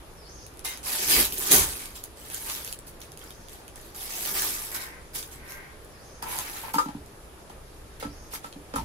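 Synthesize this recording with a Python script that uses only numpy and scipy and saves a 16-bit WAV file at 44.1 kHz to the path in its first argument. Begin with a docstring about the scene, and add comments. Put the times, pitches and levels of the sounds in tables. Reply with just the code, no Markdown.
"""A stiff plastic bag is peeled off frozen meat in a metal bowl, laid back and patted down, close to
two microphone ports a hand apart: creases ring at many pitches, single pops spit bright noise.
Ice pings the bowl; the basin under it is dragged and knocked, ringing metal modes over counter thuds.
Around it: a quiet kitchen of banded noise, hiss and low hum, a far crow of hoarse overtones, and a
small bird outside whose gliding whistle is smeared by echoes."""
import sys
import numpy as np
from scipy import signal
from scipy.fft import rfft, irfft, next_fast_len
from scipy.io import wavfile

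SR = 44100
rng = np.random.default_rng(int(sys.argv[2]) if len(sys.argv) > 2 else 0)


def generate_wav(signal):
    """Clip the signal to [-1, 1] and save it as 16-bit WAV at the path in sys.argv[1]."""
    frames = np.transpose(np.atleast_2d(signal))
    scaled = np.clip(frames, -1, 1) * 32767
    pcm = np.round(scaled).astype(np.int16)
    wavfile.write(sys.argv[1], SR, pcm)


N = 389844

# colour of the room tone: (frequency [Hz], relative level [dB])
AIR_COLOUR = [(22, 0.5), (33, -35), (45, -12.5), (90, -17), (140, -18.5), (220, -25.5), (370, -19),
              (600, -23.5), (1300, -28), (2500, -35), (5700, -38.5), (8000, -43), (13000, -42.5)]
# room tone shared by both ports: (frequency [Hz], likeness [0-1])
PORT_LIKENESS = [(60, 0.81), (300, 1), (640, 0.33), (1400, 0.01)]
AIR_DB, AIR_PATCHY_DB = -47.5, 1.2
HISS_HZ, HISS_WIDTH_HZ, HISS_DB = 10040, 1200, -66
HUM_HZ, HUM_WIDTH_HZ, HUM_DB = 57.3, 6.9, -58
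HUM_SWING_DB, HUM_PERIOD_S, HUM_TOP_S = 3, 2.43, .47   # a steady swell, first loudest at HUM_TOP_S

# calls of the small bird outside: (start [s], level [dB])
BIRD_CALLS = [(0.155, -51), (3.19, -60.5), (5.89, -57.5), (7.984, -56.5)]
SLUR_S, SLUR_FROM_HZ, SLUR_TO_HZ, SLUR_DB = .095, 5750, 4500, -5
TRILL_S, TRILL_LOW_HZ, TRILL_HIGH_HZ, TRILL_PER_S = .22, 4450, 6550, 42
YARD_FADE_S = .035   # echoes off walls outside

# single creases popping: (time [s], pop level [dB], thick fold part relative to the pop [dB])
CREASE_POPS = [(0.465, -30, -15), (0.5392, -38, -27), (0.572, -34, -18), (0.5932, -28, -15.5),
               (0.6487, -28, -33), (0.7738, -24.5, -13), (1.076, -11, -32), (1.252, -7.5, -35),
               (1.323, -20, -12.5), (1.3807, -16, -35), (1.734, -27, -7), (1.8569, -22, -13.5),
               (2.039, -18.5, -31), (2.3, -26, -12), (2.345, -13.5, -50), (2.4991, -26, -4),
               (2.647, -19, -25), (2.676, -20.5, -16), (2.726, -15.5, -17.5), (2.7893, -24.5, -39),
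               (2.875, -31, -26), (3.004, -29, -38), (3.016, -29.5, -12), (3.03, -36, -28),
               (3.119, -30, -14), (3.174, -27, -13.5), (3.1925, -32, -30), (3.24, -31, -37),
               (3.306, -29.5, -9.5), (3.485, -32.5, -9), (3.4955, -32, -25), (3.531, -32, -23),
               (3.68, -31, -11.5), (3.7582, -26.5, -23), (3.8136, -35, -24), (4.251, -18.5, -13),
               (4.421, -12, -16), (4.592, -20, -35), (5.1502, -24, -39), (5.228, -27, -8.5),
               (5.329, -35, -28), (5.521, -29.5, -11), (5.847, -36, -35), (6.2245, -21, -41),
               (6.3877, -12.5, -18), (7.061, -33, -28), (7.497, -35, -17), (8.338, -22, -35),
               (8.527, -43.5, 2), (8.757, -23, -56)]
POPS_PER_S, POP_DB, POP_SPREAD_DB = 110, 4, 3.0   # unlisted pops, against the crinkle level

# long pulls on the film, one curve each (peeling, easing off, laying back, riding the dragged basin):
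# (time [s], crinkle level [dB])
FILM_PULLS = [
    [(0.83, -48), (0.855, -36.5), (1.02, -30.5), (1.07, -32), (1.1, -23), (1.2, -22), (1.31, -44.5),
     (1.4, -35.5), (1.495, -31), (1.52, -15.5), (1.555, -19), (1.7, -39.5), (1.86, -45), (1.95, -58.5)],
    [(2.16, -57), (2.29, -49.5), (2.345, -40.5), (2.4, -44), (2.5, -37.5), (2.72, -49), (2.78, -68)],
    [(3.945, -47.5), (3.98, -45), (4.41, -31), (4.655, -41), (4.71, -46.5)],
    [(6.23, -59), (6.32, -39.5), (6.46, -45.5), (6.62, -46), (6.73, -57)],
]
# short crumples that swell, then die away:
# (start [s], swell [s], top level [dB], fade [dB/s], extra thick folds [dB])
FILM_CRUMPLES = [(0.641, 0.0083, -38, 140, 6.5), (1.32, 0.0039, -30, 260, -10),
                 (1.378, 0.0028, -30, 303, -19), (1.931, 0.031, -46, 261, 2), (2.033, 0.002, -48, 352, -3),
                 (2.865, 0.0044, -45, 330, -7.5), (3.009, 0.0079, -50.5, 294, 3),
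                 (3.17, 0.048, -56.5, 82, 5.5), (3.47, 0.051, -54, 145, 4.5), (3.74, 0.021, -56.5, 52, 4),
                 (4.713, 0.003, -38.5, 250, -3), (4.724, 0.026, -32, 400, -0.5), (4.78, 0.03, -40, 199, 3),
                 (5.133, 0.024, -35.5, 160, 0), (5.15, 0.032, -36, 216, -1.5), (5.3, 0.017, -48.5, 250, 1),
                 (5.44, 0.067, -46, 220, -1.5), (6.223, 0.0037, -46.5, 348, 6),
                 (6.734, 0.0047, -36, 300, 1.5), (6.778, 0.0071, -41, 260, 2),
                 (7.997, 0.002, -44.5, 330, 5.5), (8.307, 0.042, -40, 518, 4), (8.428, 0.011, -52, 248, 6),
                 (8.746, 0.014, -43, 260, 0)]
# colour of the crinkling film: (frequency [Hz], relative level per Hz [dB])
FILM_COLOUR = [(290, -36), (500, 2), (678, -16), (819, -18.5), (1260, -16), (1400, -15.5), (3020, -17),
               (6510, -9.5), (10100, -3.5), (13300, 3), (16000, -1.5)]
SWELL_DB = 20   # a crumple starts this far under its top
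# level of the duller crackle against the bright at a crinkle level of FIRM_DB,
# and its change per dB of crinkle level
FOLDS_DB, FOLDS_PER_DB, FIRM_DB = -10.5, -0.0869, -28
BOOM_LAG_S, BOOM_FOLLOWS = 0.0011, 1.2   # the bowl answers late, and most to firm handling

# ice cracking off the bowl: (time [s], level [dB])
ICE_CRACKS = [(0.652, -41), (0.683, -40)]
# modes of the bowl: (frequency [Hz], relative level [dB], t60 [s])
BOWL_MODES = [(2104, 2, 0.19), (2840, -5, 0.12), (3750, -2.5, 0.16)]

# lurches of the counter: (start [s], level [dB])
COUNTER_JOLTS = [(1.14, -38), (1.55, -32.5), (6.95, -45.5), (8.02, -40.5), (8.75, -37.5)]
JOLT_HZ, JOLT_WIDTH_HZ, JOLT_SWELL_S = 54, 20, 0.048

# caws of the crow outside: (start [s], loudest [s], end [s], level [dB])
CROW_CAWS = [(4.698, 4.762, 5.085, -42.5), (5.323, 5.56, 5.8, -45.5)]
# overtones of the caw: (frequency [Hz], width [Hz], relative level [dB])
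CAW_OVERTONES = [(1070, 45, 2.5), (1603, 90, 8.5), (1930, 150, 10.5), (2110, 140, 10.5)]

# the basin dragged over the counter: (time [s], scrape level [dB], mode driven best [Hz])
BASIN_DRAG = [(6.22, -59, 1010), (6.23, -45, 1000), (6.29, -41, 930), (6.33, -46, 960), (6.39, -44, 940),
              (6.42, -53, 920), (6.62, -57, 850), (6.64, -41, 1014), (6.665, -45, 975), (6.685, -41, 980),
              (6.71, -56, 900)]
# basin knocks: (time [s], metal level [dB], counter thud level [dB], mode driven best [Hz],
# share of the ring time the hand leaves [0-1])
BASIN_KNOCKS = [(6.2259, -35.5, -47, 1040, 0.3), (6.741, -25, -41, 1100, 0.34), (6.757, -43, -30, 1250, .3),
                (6.783, -22.5, -55, 1240, 0.61), (6.804, -40, -43, 1200, 0.9),
                (6.858, -37, -33.5, 890, 0.17), (6.884, -37.5, -35.5, 855, 0.26),
                (6.948, -46, -32.5, 835, 0.17), (7.501, -40, -50.5, 724, 0.13),
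                (8.026, -28.5, -41, 550, 0.28), (8.049, -41, -33.5, 1390, 0.45),
                (8.334, -38, -52, 1300, 0.27), (8.444, -34, -47, 1370, 0.25), (8.559, -50, -41, 703, 0.2),
                (8.738, -30, -38, 570, 0.43), (8.76, -28, -37, 1230, 0.23), (8.783, -36, -37, 1000, 0.35),
                (8.812, -46, -47, 988, 0.4)]
# modes of the basin: (frequency [Hz], relative level [dB], free t60 [s])
BASIN_MODES = [(517, 9, 0.15), (826, 7, 0.25), (872, 5, 0.22), (933, 9, 0.2), (990, 9, 0.2),
               (1250, 10, 0.16), (1326, 9, 0.4), (1500, 14, 0.04), (1700, 8, .06), (2320, 6, 0.07),
               (5000, 9, 0.087)]
# thud modes of the counter: (frequency [Hz], relative level [dB], t60 [s])
COUNTER_MODES = [(149, -7.5, 0.095), (217, 0.5, 0.04), (290, -3.5, 0.2), (442, -19, 0.012)]
DRAG_RING_SHARE = .2   # the hand on the rim damps the ring
FOOT_DB_PER_OCTAVE = 80   # how narrowly the dragging foot picks its mode
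GRIT_DB, GRIT_FOLLOWS = -47, 0.1   # broad rasp under the dragged foot

LEFT_LAG_S, LAG_SPREAD_S, LEFT_DB = .0003, .00015, -2.5   # left port against right
KITCHEN_T60_S, WALL_CUT_HZ, KITCHEN_DB = 0.11, 15700, -2.5
PORT_HZ, PORT_WIDTH_HZ, PORT_DB = 11100, 2100, 0.5   # resonance of the microphone ports
CUTOFF_HZ = 16700


def from_db(db):
    """Decibels to gain."""
    return 10 ** (np.asarray(db) / 20)


def lean_right(db):
    """Gains of the left and right port, this far either side of even."""
    return from_db([[-db], [db]])


def rms_one(x):
    """Scale to unit rms."""
    return x / np.sqrt(np.mean(x ** 2) + 1e-20)


def in_time(rows):
    """Columns of a curve table, sample by sample; -120 outside its span."""
    s, *columns = np.transpose(rows)
    return [np.interp(np.arange(N) / SR, s, c, left=-120, right=-120) for c in columns]


def at_hz(points, hz):
    """Read a table on a log-frequency axis."""
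    table_hz, values = np.transpose(points)
    return np.interp(np.log(hz), np.log(table_hz), values)


def drift(rate):
    """Slow chance of spread 1, from low-passed noise drawn every 40 samples."""
    r = np.exp(-80 * np.pi * rate / SR)
    noise = rng.standard_normal(N // 40 + 2002)
    slow = signal.lfilter([1], [1, -2 * r, r * r], noise)[2000:]
    return np.interp(np.arange(N) / 40, np.arange(len(slow)), rms_one(slow))


def filtered(x, order, hz, kind):
    """Butterworth filter."""
    return signal.sosfilt(signal.butter(order, hz, kind, fs=SR, output="sos"), x)


def ring(force, hz, t60):
    """A damped mode: a unit click sets a sine of height 1 ringing."""
    r, w = from_db(-60 / (t60 * SR)), 2 * np.pi * hz / SR
    return signal.lfilter([0, np.sin(w)], [1, -2 * r * np.cos(w), r * r], force + 1e-18)


def resonance(force, hz, width_hz):
    """A mode given by its bandwidth instead of its ring time."""
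    return ring(force, hz, np.log(1000) / (np.pi * width_hz))


def rising_noise():
    """Noise that weakens toward the bass."""
    return np.diff(rng.standard_normal(N + 1))


def blows(times, levels_db):
    """One click of force per event."""
    out = np.zeros(N)
    np.add.at(out, np.round(times * SR).astype(int), from_db(levels_db))
    return out


def bursts(times, levels_db, length):
    """Noise that starts at once and dies away: the force of rough contacts."""
    out = np.zeros(N + SR)
    noise = rng.standard_normal(N + SR)
    t = np.arange(SR // 8) / SR
    for s, db in zip(times, levels_db):
        i = round(s * SR)
        spit = np.exp(-t / length) * noise[i:i + len(t)]
        even_energy = np.sqrt(length * SR / 2 / np.sum(spit ** 2))
        out[i:i + len(t)] += from_db(db) * spit * even_energy
    return out[:N]


def at_ports(x):
    """A fixed source reaches the left port later and weaker."""
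    late = np.interp(np.arange(N) - LEFT_LAG_S * SR, np.arange(N), x)
    return np.array([late, x]) * lean_right(-LEFT_DB / 2)


def room_tone():
    """Half-octave bands of stereo noise, alike at both ports only in the bass, with hiss and hum."""
    air = 0
    white = rng.standard_normal((2, 2, N))
    for k, low in enumerate(20 * 2 ** np.arange(0, 10, .5)):
        mid, side = filtered(white[k % 2], 2, [low, low * np.sqrt(2)], "band")
        hz = low * 2 ** .25
        alike = at_hz(PORT_LIKENESS, hz)
        band = np.sqrt(1 + alike) * mid + np.sqrt(1 - alike) * side * [[1], [-1]]
        air = air + from_db(at_hz(AIR_COLOUR, hz) + AIR_PATCHY_DB * drift(12.3)) * band
    air = filtered(air, 12, 14300, "low")
    hiss_band = [HISS_HZ - HISS_WIDTH_HZ / 2, HISS_HZ + HISS_WIDTH_HZ / 2]
    hiss = filtered(white[0, :, ::-1], 2, hiss_band, "band")   # time-reversed, so unlike the air
    swing = np.cos(2 * np.pi * (np.arange(N) / SR - HUM_TOP_S) / HUM_PERIOD_S)
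    hum = rms_one(resonance(rising_noise(), HUM_HZ, HUM_WIDTH_HZ))
    hum = from_db(HUM_DB + HUM_SWING_DB * swing) * hum * lean_right(1.2)
    return from_db(AIR_DB) * rms_one(air) + from_db(HISS_DB) * rms_one(hiss) + hum


def bird():
    """A falling whistle, then a fast trill, smeared by echoes that differ at each port."""
    t = np.arange(round((SLUR_S + TRILL_S) * SR)) / SR
    slurring = t < SLUR_S
    slur_hz = np.interp(t, [0, SLUR_S], [SLUR_FROM_HZ, SLUR_TO_HZ])
    calls = np.zeros(N + SR)
    for start, db in BIRD_CALLS:
        beat = 2 * np.pi * TRILL_PER_S * np.cumsum(1 + .3 * drift(30)[:len(t)]) / SR
        trill_depth = np.abs(np.sin(beat / 2)) * np.clip((t - SLUR_S) / .05, 0, 1)
        trill_hz = TRILL_LOW_HZ + (TRILL_HIGH_HZ - TRILL_LOW_HZ) * trill_depth
        hz = np.where(slurring, slur_hz, trill_hz) + 150 * drift(150)[:len(t)]   # a hoarse throat
        edges = np.clip(np.minimum(t, t[-1] - t) / .03, 0, 1)
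        shape = np.where(slurring, from_db(SLUR_DB), 1) * edges
        i = round(start * SR)
        calls[i:i + len(t)] += from_db(db) * shape * np.sin(2 * np.pi * np.cumsum(hz) / SR)
    echoes = rng.standard_normal((2, SR // 4)) * np.exp(-np.arange(SR // 4) / SR / YARD_FADE_S)
    echoes = echoes / np.sqrt(YARD_FADE_S * SR / 4)
    return signal.fftconvolve(calls[None], echoes, axes=1)[:, :N]


def handling():
    """Crinkle level and fold share: the strongest pull or crumple rules at each moment."""
    t = np.arange(N) / SR
    level_db = np.max([in_time(pull)[0] for pull in FILM_PULLS], axis=0)
    extra_db = np.zeros(N)
    for start, swell, top_db, fade, more_folds_db in FILM_CRUMPLES:
        corners_s = [start, start + swell, start + swell + 1]
        crumple_db = np.interp(t, corners_s, [top_db - SWELL_DB, top_db, top_db - fade], left=-120)
        extra_db = np.where(crumple_db > level_db, more_folds_db, extra_db)
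        level_db = np.maximum(level_db, crumple_db)
    above_firm_db = np.maximum(level_db, -80) - FIRM_DB
    return level_db, FOLDS_DB + FOLDS_PER_DB * above_firm_db + extra_db


def snaps(level_db):
    """A pop spits bright noise, with a duller part from the fold; more come at random under the hand."""
    at = np.flatnonzero((rng.random(N) < POPS_PER_S / SR) & (level_db > -60))
    luck = rng.standard_normal((N, 2))[at]
    s, pop_db, fold_db = np.transpose(CREASE_POPS)
    s = np.append(s, at / SR)
    fold_db = np.append(fold_db, fold_db.mean() + 6 * luck[:, 1])
    pop_db = np.append(pop_db, level_db[at] + POP_DB + POP_SPREAD_DB * luck[:, 0])
    bright = filtered(bursts(s, pop_db - 4.5, 0.0016), 2, [6500, 16000], "band")
    dull = filtered(bursts(s, pop_db + fold_db + 10, 0.0016), 1, [1500, 5500], "band")
    return at_ports(bright + dull)


def crinkle(level_db, folds_db, per_s, uneven_db, clump_db, fold_db, cycles):
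    """Creases buckle at random spots of the film, each ringing briefly at its own pitch."""
    busy = from_db(0.37 * np.clip(level_db + 31, -30, 0))   # gentle handling leaves gaps
    chance = busy * per_s * from_db(clump_db * drift(40)) / SR
    at = np.flatnonzero(rng.random(N) < chance)
    sizes = from_db(uneven_db * np.minimum(rng.exponential(1, len(at)), 4))
    sizes = sizes * rng.choice([-1, 1], len(at)) / np.sqrt(busy[at])
    lags_s = LEFT_LAG_S + LAG_SPREAD_S * rng.standard_normal(len(at))   # spot by spot
    at_left = np.clip(at + np.round(lags_s * SR).astype(int), 0, N - 1)
    pitches = np.linspace(np.sqrt(700), np.sqrt(15800), 56) ** 2
    dealt = rng.integers(0, 56, len(at))
    thin, thick = np.zeros((2, 2, N))
    for k, hz in enumerate(pitches):
        clicks, mine = np.zeros((2, N)), dealt == k
        # folds of one size crackle in spells of their own
        spells = sizes[mine] * from_db(fold_db * drift(5.6)[at[mine]])
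        clicks[0, at_left[mine]] = spells
        clicks[1, at[mine]] = spells
        sound = rms_one(ring(clicks, hz, cycles / hz + 0.0021))
        sound = sound * from_db(at_hz(FILM_COLOUR, hz)) * hz ** .25   # pitches lie wider apart higher up
        thick_share = 1 / (1 + (hz / 5500) ** 4)
        thick += thick_share * sound
        thin += (1 - thick_share) * sound
    both = rms_one(thin) + from_db(folds_db + 8.0) * rms_one(thick)
    both = filtered(both, 2, 550, "high")   # thin film radiates no bass
    return from_db(level_db) * both * lean_right(-LEFT_DB / 2)


def bowl_boom(level_db):
    """The bowl booms as the film is worked: two low resonances, the long waves alike at both ports."""
    shaken = rising_noise()
    boom = rms_one(ring(shaken, 373, 0.026) - 1.08 * ring(shaken, 153, 0.022))
    r = np.exp(-1 / (BOOM_LAG_S * SR))
    answer = signal.lfilter([1 - r], [1, -r], from_db(BOOM_FOLLOWS * (level_db - FIRM_DB)))
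    return boom * answer * from_db(-42.0 + 2.0 * drift(6.8)) * lean_right(.8)


def bowl():
    """The cracking ice pings the bowl: each click rings its metal modes."""
    force = blows(*np.transpose(ICE_CRACKS))
    return sum(ring(from_db(db) * force, hz, t60) for hz, db, t60 in BOWL_MODES) * lean_right(1.5)


def jolts():
    """The counter lurches: a deep, soft wobble swells and dies each time."""
    t = np.arange(N) / SR
    swell = 0
    for start, db in COUNTER_JOLTS:
        age = np.maximum(t - start, 0) / JOLT_SWELL_S
        swell = swell + from_db(db) * age * np.exp(1 - age)
    wobble = rms_one(resonance(rising_noise(), JOLT_HZ, JOLT_WIDTH_HZ))
    return swell * wobble * lean_right(1.2)


def crow():
    """Hoarse overtones, blurred by distance, swelling and fading with each caw."""
    t = np.arange(N) / SR
    caw = sum(from_db(db) * np.interp(t, [start, top, end], [0, 1, 0]) for start, top, end, db in CROW_CAWS)
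    noise = rng.standard_normal((2, N))
    voice = sum(from_db(db) * rms_one(resonance(noise, hz, width)) for hz, width, db in CAW_OVERTONES)
    return caw * rms_one(voice)


def dragged_basin():
    """Stick-slip under the foot rings the basin modes near its pitch, over a broad gritty rasp."""
    slips = (rng.random(N) < 500 / SR) * rng.standard_normal((2, N)) * from_db(3.0 * drift(25))
    scrape_db, foot_hz = in_time(BASIN_DRAG)
    dragged = 0
    for hz, db, t60 in BASIN_MODES:
        octaves_off = np.abs(np.log2(hz / np.abs(foot_hz)))   # abs: the table reads -120 outside the drag
        pick_db = -np.minimum(FOOT_DB_PER_OCTAVE * octaves_off, 18)
        force = slips * from_db(scrape_db + db + pick_db - 7.5)
        dragged = dragged + ring(force, hz, DRAG_RING_SHARE * t60)
    grit_db = GRIT_DB + GRIT_FOLLOWS * (scrape_db - np.max(scrape_db)) + 2.0 * drift(30)
    grit = rng.standard_normal((2, N)) * (scrape_db > -100) * from_db(grit_db)
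    return dragged + filtered(grit, 2, [1100, 2800], "band") * np.sqrt(SR / 3400)


def knocked_basin():
    """Each knock rings the metal modes, favouring those near the spot struck, with a rattle."""
    struck, t = np.zeros((2, N + SR)), np.arange(SR // 2) / SR
    hz, db, t60 = np.transpose(BASIN_MODES)[:, :, None]
    luck = rng.standard_normal((len(BASIN_KNOCKS), 3, len(BASIN_MODES), 1))
    for (start, metal_db, _, best_hz, free), sides in zip(BASIN_KNOCKS, luck):
        off_spot_db = 16 * np.minimum(np.abs(np.log2(hz / best_hz)), .8)
        decay_db = 60 * t / (free * t60)
        tones = np.sin(2 * np.pi * hz * (1 + .008 * sides[2]) * t) * (1 - np.exp(-t / .0008))
        rings = tones * from_db(metal_db + db - 4.5 - off_spot_db - decay_db)
        for side, lag in enumerate((LEFT_LAG_S, 0)):
            i = round((start + lag) * SR)
            uneven = from_db(3 * sides[side]) * np.sign(sides[0])   # a wide rim radiates modes unevenly
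            struck[side, i:i + len(t)] += np.sum(rings * uneven, axis=0)
    s, metal_db, *_ = np.transpose(BASIN_KNOCKS)
    rattle = np.array([bursts(s, metal_db - 2.5, 0.018) for _ in range(2)])   # ice and bowl jump
    return struck[:, :N] + filtered(rattle, 1, [500, 3000], "band")


def counter_thuds():
    """The counter thuds under knocks in a few low modes; long waves reach both ports alike."""
    s, _, thud_db, *_ = np.transpose(BASIN_KNOCKS)
    force = blows(s, thud_db + 4.0) + bursts(s, thud_db - 25, .018)   # the foot lands, then judders
    thuds = sum((-1) ** k * ring(from_db(db) * force, hz, t60)
                for k, (hz, db, t60) in enumerate(COUNTER_MODES))
    return filtered(thuds, 2, 700, "low") * lean_right(.8)   # the contact is soft


def kitchen(x):
    """Reflections: six feedback delays a side, duller on every round."""
    size = next_fast_len(N + SR)
    w = 2 * np.pi * np.arange(size // 2 + 1) / size
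    dull = 1 / np.sqrt(1 + (w * SR / (2 * np.pi * WALL_CUT_HZ)) ** 2)
    spectrum = rfft(x, size)
    out = []
    for lags in rng.uniform(.006, .025, (2, 6)):
        echoes = 0
        for k, lag in enumerate(lags):
            one_round = from_db(-60 * lag / KITCHEN_T60_S) * dull * np.exp(-1j * w * round(lag * SR))
            echoes = echoes + (-1) ** k * one_round / (1 - one_round)
        out.append(irfft(spectrum * echoes, size)[:N])
    return np.array(out)


def scene():
    """Bag, bowl, basin and counter close by in the kitchen, the birds farther off."""
    level_db, folds_db = handling()
    film = crinkle(level_db, folds_db, per_s=10000., uneven_db=2.2, clump_db=2.2, fold_db=3.5, cycles=14.)
    echoed = film + snaps(level_db) + bowl() + crow() + dragged_basin() + knocked_basin()
    low = bowl_boom(level_db) + jolts() + counter_thuds()
    reflections = from_db(KITCHEN_DB) * kitchen(echoed.mean(axis=0))
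    return echoed + low + reflections + bird() + room_tone()


def record(dry):
    """The microphone ports lift a treble band, peaks are rounded, the top is cut steeply."""
    ringing = resonance(dry, PORT_HZ, PORT_WIDTH_HZ) * np.pi * PORT_WIDTH_HZ / SR
    lift = np.diff(ringing, prepend=0) / (2 * np.sin(np.pi * PORT_HZ / SR))   # in phase with the sound
    heard = .95 * np.tanh((dry + from_db(PORT_DB) * lift) / .95)
    return signal.sosfilt(signal.cheby2(16, 90, CUTOFF_HZ, fs=SR, output="sos"), heard)


dry = scene()
out = record(dry)
generate_wav(out)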